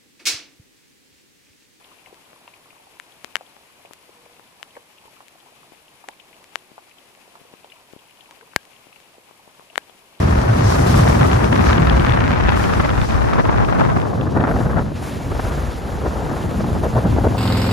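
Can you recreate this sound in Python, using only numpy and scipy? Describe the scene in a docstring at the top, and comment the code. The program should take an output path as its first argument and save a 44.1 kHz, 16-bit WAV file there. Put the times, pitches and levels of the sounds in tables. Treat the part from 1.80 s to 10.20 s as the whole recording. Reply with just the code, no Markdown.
"""Light rain at a fishing platform on a lake, heard from a small camera worn by the angler.
Drops plip on the water, tick on fabric, plop on the platform and pat on clothing, each a damped mode.
A few strike the camera shell by its left port and ring it; the heaviest thump and overload the input.
Trapped bubbles ring. Underneath: a wash of distant rain, microphone hiss, electronic whine, a far hum."""
import sys
import numpy as np
from scipy import signal
from scipy.fft import rfft, irfft
from scipy.io import wavfile
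from scipy.ndimage import uniform_filter1d

SR = 44100
rng = np.random.default_rng(int(sys.argv[2]) if len(sys.argv) > 2 else 0)


def inscribe(sig):
    """Save sig as 16-bit PCM at rate SR to the path in sys.argv[1].

    A 1-D sig is mono; a 2-D sig holds one channel per row.
    Samples are clipped to [-1, 1] before scaling.
    """
    pcm = np.round(np.clip(np.atleast_2d(sig).T, -1, 1) * 32767)
    wavfile.write(sys.argv[1], SR, pcm.astype(np.int16))


N = 370440
TIME_S = np.arange(N) / SR
ALL_HZ = np.arange(N // 2 + 1) * SR / N
DROP_SAMPLES = 4096
DROP_HZ = np.arange(DROP_SAMPLES // 2 + 1) * SR / DROP_SAMPLES

# Drops on the camera shell. Each row: start in seconds, level in dB, bulk in Hz, splash edge in Hz,
# shell ring in dB, crack in dB, right port gain in dB.
SHELL_HITS = [(1.1990, -15.5, 600, 3200, 13, 11, -11.5), (1.4458, -8.5, 224, 3600, -20, -34, -32),
              (1.5559, 6, 486, 2800, 2.5, 14.5, -17.5), (1.567, -9, 130, 3730, 3, 0, -15),
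              (2.1347, -15, 250, 12000, -7, -28, -17), (2.8293, -12, 675, 3000, -9, 8, -17),
              (3.483, -26, 2400, 7000, 6, 2, -16), (4.2872, -12, 400, 4560, 4, -1, -15),
              (4.6425, -26, 600, 5000, -11, -16, -7), (4.757, -1.5, 685, 2440, -8, 3, -23),
              (6.5103, -23.5, 700, 3000, -6, -19, -10), (6.7619, 15.5, 546, 5600, 4, -31, -15),
              (7.9575, -9.5, 160, 2280, 13.5, 21, -15), (7.9788, 9, 606, 1960, -6, -8, -26)]


def undb(db):
    """Decibels to gain."""
    return 10 ** (np.asarray(db) / 20)


def resonance(f, hz, width_hz):
    """Response of a damped mode at frequencies f, gain 1 at its centre."""
    return 1j * f * width_hz / (hz ** 2 - f ** 2 + 1j * f * width_hz)


def strike(response):
    """Impulse response, peak 1."""
    wave = irfft(response)
    return wave / np.abs(wave).max()


def add(out, start_s, left, right, lead_s=0):
    """Mix one drop into both channels, the right one lead_s earlier."""
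    for channel, wave, at_s in ((0, left, start_s), (1, right, start_s - lead_s)):
        i = int(np.clip(at_s * SR, 0, N - 1))
        out[channel, i:i + DROP_SAMPLES // 2] += wave[:min(DROP_SAMPLES // 2, N - i)]


def noise(gain, top_hz=15250):
    """Noise with the given amplitude per root Hz, up to top_hz."""
    white = rfft(rng.standard_normal(N))
    return irfft(white * gain * (ALL_HZ < top_hz), N) * np.sqrt(SR / 2)


def colour(hz, db):
    """Gain through (Hz, dB) points on a log-frequency axis."""
    return undb(np.interp(np.log(ALL_HZ + 1), np.log(hz), db))


def wander(rate_hz):
    """Smooth random curve, spread near 1."""
    hold = int(SR / rate_hz)
    steps = np.repeat(rng.standard_normal(N // hold + 1), hold)
    return 1.13 * uniform_filter1d(steps, hold)[:N]


def drizzle(count, db, spread_db, hz, octaves, pan_db):
    """Rows for drops() at random moments; faint drops are the most common."""
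    when, faintness, pitch, side = rng.random((count, 4)).T
    level_db = db - spread_db * np.sqrt(faintness)
    pitch_hz = hz * 2 ** (octaves * (2 * pitch - 1))
    return list(zip(when * N / SR, level_db, pitch_hz, pan_db + 8 * (side - .5)))


def drops(rows, damping, edge_ratio, scatter, scatter_s, gain_db, lead_s=0, order=2):
    """Each drop rings one damped mode (order 2 swells in softly); nearby surfaces scatter it."""
    out, f = np.zeros((2, N)), DROP_HZ
    fade = np.exp(-np.arange(DROP_SAMPLES) / (SR * scatter_s))
    for start_s, db, hz, pan_db in rows:
        ring = resonance(f, hz, damping * hz) ** order / (1 + 1j * f / (edge_ratio * hz)) ** 2
        echoes = rng.standard_normal((2, DROP_SAMPLES)) * fade / np.linalg.norm(fade)
        left, right = (strike(ring * (1 + scatter * rfft(echo))) for echo in echoes)
        add(out, start_s, undb(db + gain_db) * left, undb(db + gain_db - pan_db) * right, lead_s)
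    return out


def distant_wash(lag_s=0.00015, flicker_db=1.8):
    """Distant rain and lapping water flicker; they reach the right port first."""
    # Each row: frequency in Hz, noise level in dB.
    spectrum = [(25, -100), (130, -91), (400, -89), (750, -88.5), (1050, -87.5), (1450, -102), (2500, -100),
                (4300, -100), (6000, -107), (15000, -116)]
    wash = noise(colour(*np.transpose(spectrum))) * undb(flicker_db * wander(35) - 0.76)
    return np.array([np.roll(wash, int(lag_s * SR)), wash])


def microphone_hiss(flicker_db=1.4):
    """Each port has its own hiss; the left one flickers."""
    # Each row: frequency in Hz, left and right density in dB per Hz.
    spectrum = [(25, -100, -106), (125, -91.5, -93), (423, -87, -93), (1000, -91, -91), (1390, -90, -94),
                (1930, -90, -94), (2420, -85.5, -95), (3010, -88.5, -96), (3930, -95.5, -94.5),
                (6300, -99, -100), (11700, -99, -102), (11900, -104.5, -105), (13600, -106, -106),
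                (13600, -103, -103.5)]
    hz, left_db, right_db = np.transpose(spectrum)
    left = noise(colour(hz, left_db)) * undb(flicker_db * wander(40))
    return np.array([left, noise(colour(hz, right_db))])


def electronic_whine(readout_hz=60, tone_hz=11210, tone_db=-64.5, fizz_depth=0.95, fizz_db=-1):
    """The camera's electronics whine faintly on the left, pulsing with the sensor readout."""
    # Each row: band centre in Hz, width in Hz, level in dB.
    bands = [(6250, 200, -102), (7170, 100, -98), (7650, 180, -100), (9480, 280, -98), (10100, 110, -93),
             (11210, 100, -87)]
    response = sum(undb(db) * resonance(ALL_HZ, hz, width_hz) * np.exp(2j * np.pi * rng.random())
                   for hz, width_hz, db in bands)
    pulse = np.sin(np.pi * readout_hz * TIME_S) ** 2
    readout = (readout_hz * TIME_S).astype(int)
    offset_cycles = rng.random(readout[-1] + 1)[readout]  # each readout restarts the tone
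    tone = pulse * np.sin(2 * np.pi * (tone_hz * TIME_S + offset_cycles))
    fizz = (1 + fizz_depth * (2 * pulse - 1)) * noise(response / (1 + (ALL_HZ / 11700) ** 40))
    return np.array([undb(fizz_db) * fizz + undb(tone_db) * tone, np.zeros(N)])


def lake_plips():
    """Drops on open water, each a small pitched plip."""
    rows = drizzle(count=240, db=-39.5, spread_db=12.5, hz=916, octaves=0.51, pan_db=1.0)
    return drops(rows, damping=0.25, edge_ratio=3.5, scatter=0.74, scatter_s=0.005,
                 gain_db=-2, lead_s=0.00026)


def fabric_ticks(pan_db=11):
    """Fine drops on fabric ring brightly for a few milliseconds."""
    # Each row: start in seconds, level in dB, pitch in Hz.
    clear_ticks = [(0.26, -30, 2390), (.6777, -28, 2580), (0.738, -32.5, 2420), (.9044, -33.5, 2500),
                   (2.0554, -34.5, 2590), (4.3985, -29.5, 2780), (5.1124, -35, 2500), (5.8442, -33.5, 2960),
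                   (5.9203, -28.5, 2670), (6.408, -30, 3150), (7.128, -31, 2570), (7.16, -32, 2500),
                   (7.8998, -31.5, 2670)]
    rows = [(*tick, pan_db) for tick in clear_ticks]
    rows += drizzle(count=130, db=-34.5, spread_db=12.5, hz=2760, octaves=0.28, pan_db=12)
    return drops(rows, damping=0.28, edge_ratio=2.9, scatter=1.5, scatter_s=0.0051, gain_db=-2.5)


def hollow_plops():
    """Drops on the platform and water ring for a few cycles and reach the right port first."""
    # Each row: start in seconds, level in dB, pitch in Hz, left minus right in dB.
    clear_plops = [(.2714, -33, 750, 12), (.3271, -33, 444, 4.5), (.6776, -31.5, 890, 1.5),
                   (1.6098, -28.5, 720, 2.5), (2.0506, -33, 560, 0), (2.2926, -36.5, 420, 2),
                   (2.4619, -33.5, 580, 8), (2.9670, -30.5, 890, 0), (2.9678, -30, 1700, 8),
                   (2.9712, -26.5, 520, 3.5), (3.4054, -32, 1030, 0), (4.241, -29.5, 880, 5),
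                   (4.2835, -36.5, 355, -3), (4.2868, -23.5, 780, -0.5), (4.9801, -24, 780, 7),
                   (5.5546, -32, 995, -1.5), (5.8448, -29.5, 613, 1), (6.5101, -30.5, 1110, 14),
                   (6.6112, -30, 1450, 13), (6.7347, -29, 1070, 11)]
    rows = clear_plops + drizzle(count=12, db=-37, spread_db=12, hz=576, octaves=0.45, pan_db=-1)
    return drops(rows, damping=0.71, edge_ratio=6.9, scatter=0.83, scatter_s=0.0066,
                 gain_db=-1, lead_s=0.00022)


def cloth_pats(pan_db=31):
    """Cloth swallows a drop within one cycle; the clearest land near the left port."""
    # Each row: start in seconds, level in dB, pitch in Hz.
    clear_pats = [(0.5319, -30.5, 870), (1.7661, -30, 890), (2.1104, -27.5, 555), (2.5961, -29, 815),
                  (3.2547, -38, 450), (3.921, -31.5, 426), (4.9168, -33.5, 360), (5.615, -35.5, 276),
                  (5.738, -28, 393), (6.1347, -27, 334), (6.1635, -28.5, 330), (7.0695, -33, 470),
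                  (7.5112, -31, 640), (7.6761, -34.5, 363), (7.7961, -29.5, 710), (8.0969, -31, 660)]
    rows = [(*pat, pan_db) for pat in clear_pats]
    rows += drizzle(count=50, db=-39.5, spread_db=16, hz=463, octaves=0.76, pan_db=4)
    return drops(rows, damping=1.5, edge_ratio=2.0, scatter=0.11, scatter_s=0.0027, gain_db=1.5, order=1)


def droplets(count, db=-30.5, spread_db=4, bulk_hz=2000, edge_hz=4700,
             ring_db=-5, crack_db=-4, right_db=-20):
    """Rows for fine droplets that land on the shell at random moments."""
    return [(when * N / SR, db - spread_db * faintness, bulk_hz, edge_hz, ring_db, crack_db, right_db)
            for when, faintness in rng.random((count, 2))]


def shell_drops(right_cut_hz=2200, right_ring_db=1, spray_db=-40, spray_s=0.003):
    """A drop pushes the shell, which rings: its bulk sets the bass, its splash edge the treble."""
    # Each row: mode frequency in Hz, width in Hz, gain in dB.
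    shell_modes = [(1613, 21, -9), (1825, 560, 7.5), (2190, 210, 1), (3680, 620, -8.5), (7370, 1630, 2.5),
                   (10170, 580, -7.5)]
    out, f = np.zeros((2, N)), DROP_HZ
    fade = np.exp(-np.arange(DROP_SAMPLES) / (SR * spray_s))
    shell = sum(undb(db) * resonance(f, hz, width_hz) for hz, width_hz, db in shell_modes)
    crack = resonance(f, hz=2900, width_hz=430)  # only some landing spots strike this mode hard
    for start_s, db, bulk_hz, edge_hz, ring_db, crack_db, right_db in SHELL_HITS + droplets(count=8):
        push = -1j * f * resonance(f, bulk_hz, 1.07 * bulk_hz) / (1 + 1j * f / edge_hz) ** 2
        ring = undb(ring_db) * shell + undb(crack_db) * crack
        left = strike(push * (1 + ring))
        # The far port gets less push and more ring.
        right = strike(push * (1 + undb(right_ring_db) * ring) * 1j * f / (right_cut_hz + 1j * f))
        burst = rng.standard_normal((2, DROP_SAMPLES)) * fade
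        spray = undb(spray_db) * irfft(rfft(burst) * resonance(f, hz=4500, width_hz=5000))
        add(out, start_s, undb(db) * (left + spray[0]), undb(db + right_db) * (right + 4 * spray[1]),
            lead_s=-.00002)
    return out


def port_thumps(hz=68.4, edge_hz=1500, delay_s=.0006, peak_db=3, heavy_db=16, right_db=-37):
    """Heavy drops spread over the left port and press on it; lighter ones barely thump."""
    out, f = np.zeros((2, N)), DROP_HZ
    pressure = strike(-1j * f * resonance(f, hz, 1.37 * hz) / (1 + 1j * f / edge_hz) ** 2)
    for start_s, db, *_ in SHELL_HITS:
        thump = undb(peak_db - 3.5 * max(heavy_db - db, 0)) * pressure
        add(out, start_s + delay_s, thump, undb(right_db) * thump)
    return out


def far_hum(waver=0.0046, flicker_db=2):
    """A faint wavering hum over the lake; each swell holds one pitch, then fades."""
    # Each row: middle in seconds, half length in seconds, level in dB, pitch in Hz.
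    swells = [(2.46, 0.18, -58.5, 481), (3.0, .1, -65, 480), (3.55, 0.16, -68.5, 338),
              (5.1, 0.94, -69.5, 369)]
    clock_s = TIME_S + np.cumsum(waver * wander(54)) / SR
    hum = np.zeros(N)
    for middle_s, half_s, db, hz in swells:
        envelope = np.exp(-((TIME_S - middle_s) / half_s) ** 4)
        hum += undb(db) * envelope * np.sin(2 * np.pi * hz * clock_s)
    return hum * undb(flicker_db * wander(25.3))


def bubbles(ring_cycles=4.6, rise=0.12, right_db=-6):
    """A bubble trapped by a drop rings and rises in pitch as it nears the surface."""
    # Each row: start in seconds, level in dB, starting pitch in Hz.
    trapped = [(2.9535, -38, 1960), (5.9005, -38, 3080), (6.622, -43, 420)]
    out, t = np.zeros((2, N)), np.arange(DROP_SAMPLES) / SR
    for start_s, db, hz in trapped:
        age = t * hz / ring_cycles
        phase = 2 * np.pi * np.cumsum(hz * (1 + rise * np.minimum(age, 2))) / SR
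        wave = undb(db) * 2 * age * np.exp(1 - 2 * age) * np.sin(phase)
        add(out, start_s, wave, undb(right_db) * wave)
    return out


def scene():
    """Near drops over the distant wash, in stereo."""
    on_camera = shell_drops() + port_thumps()
    nearby = cloth_pats() + hollow_plops() + fabric_ticks() + bubbles() + lake_plips()
    return on_camera + nearby + distant_wash() + microphone_hiss() + electronic_whine() + far_hum()


def record(dry, ceiling=.88, top_hz=16000):
    """The hardest drops overload the input; a steep low-pass cuts the top."""
    lowpass = signal.ellip(8, .2, 80, top_hz, fs=SR, output="sos")
    return signal.sosfilt(lowpass, np.clip(dry, -ceiling, ceiling))


dry = scene()
out = record(dry)
inscribe(out)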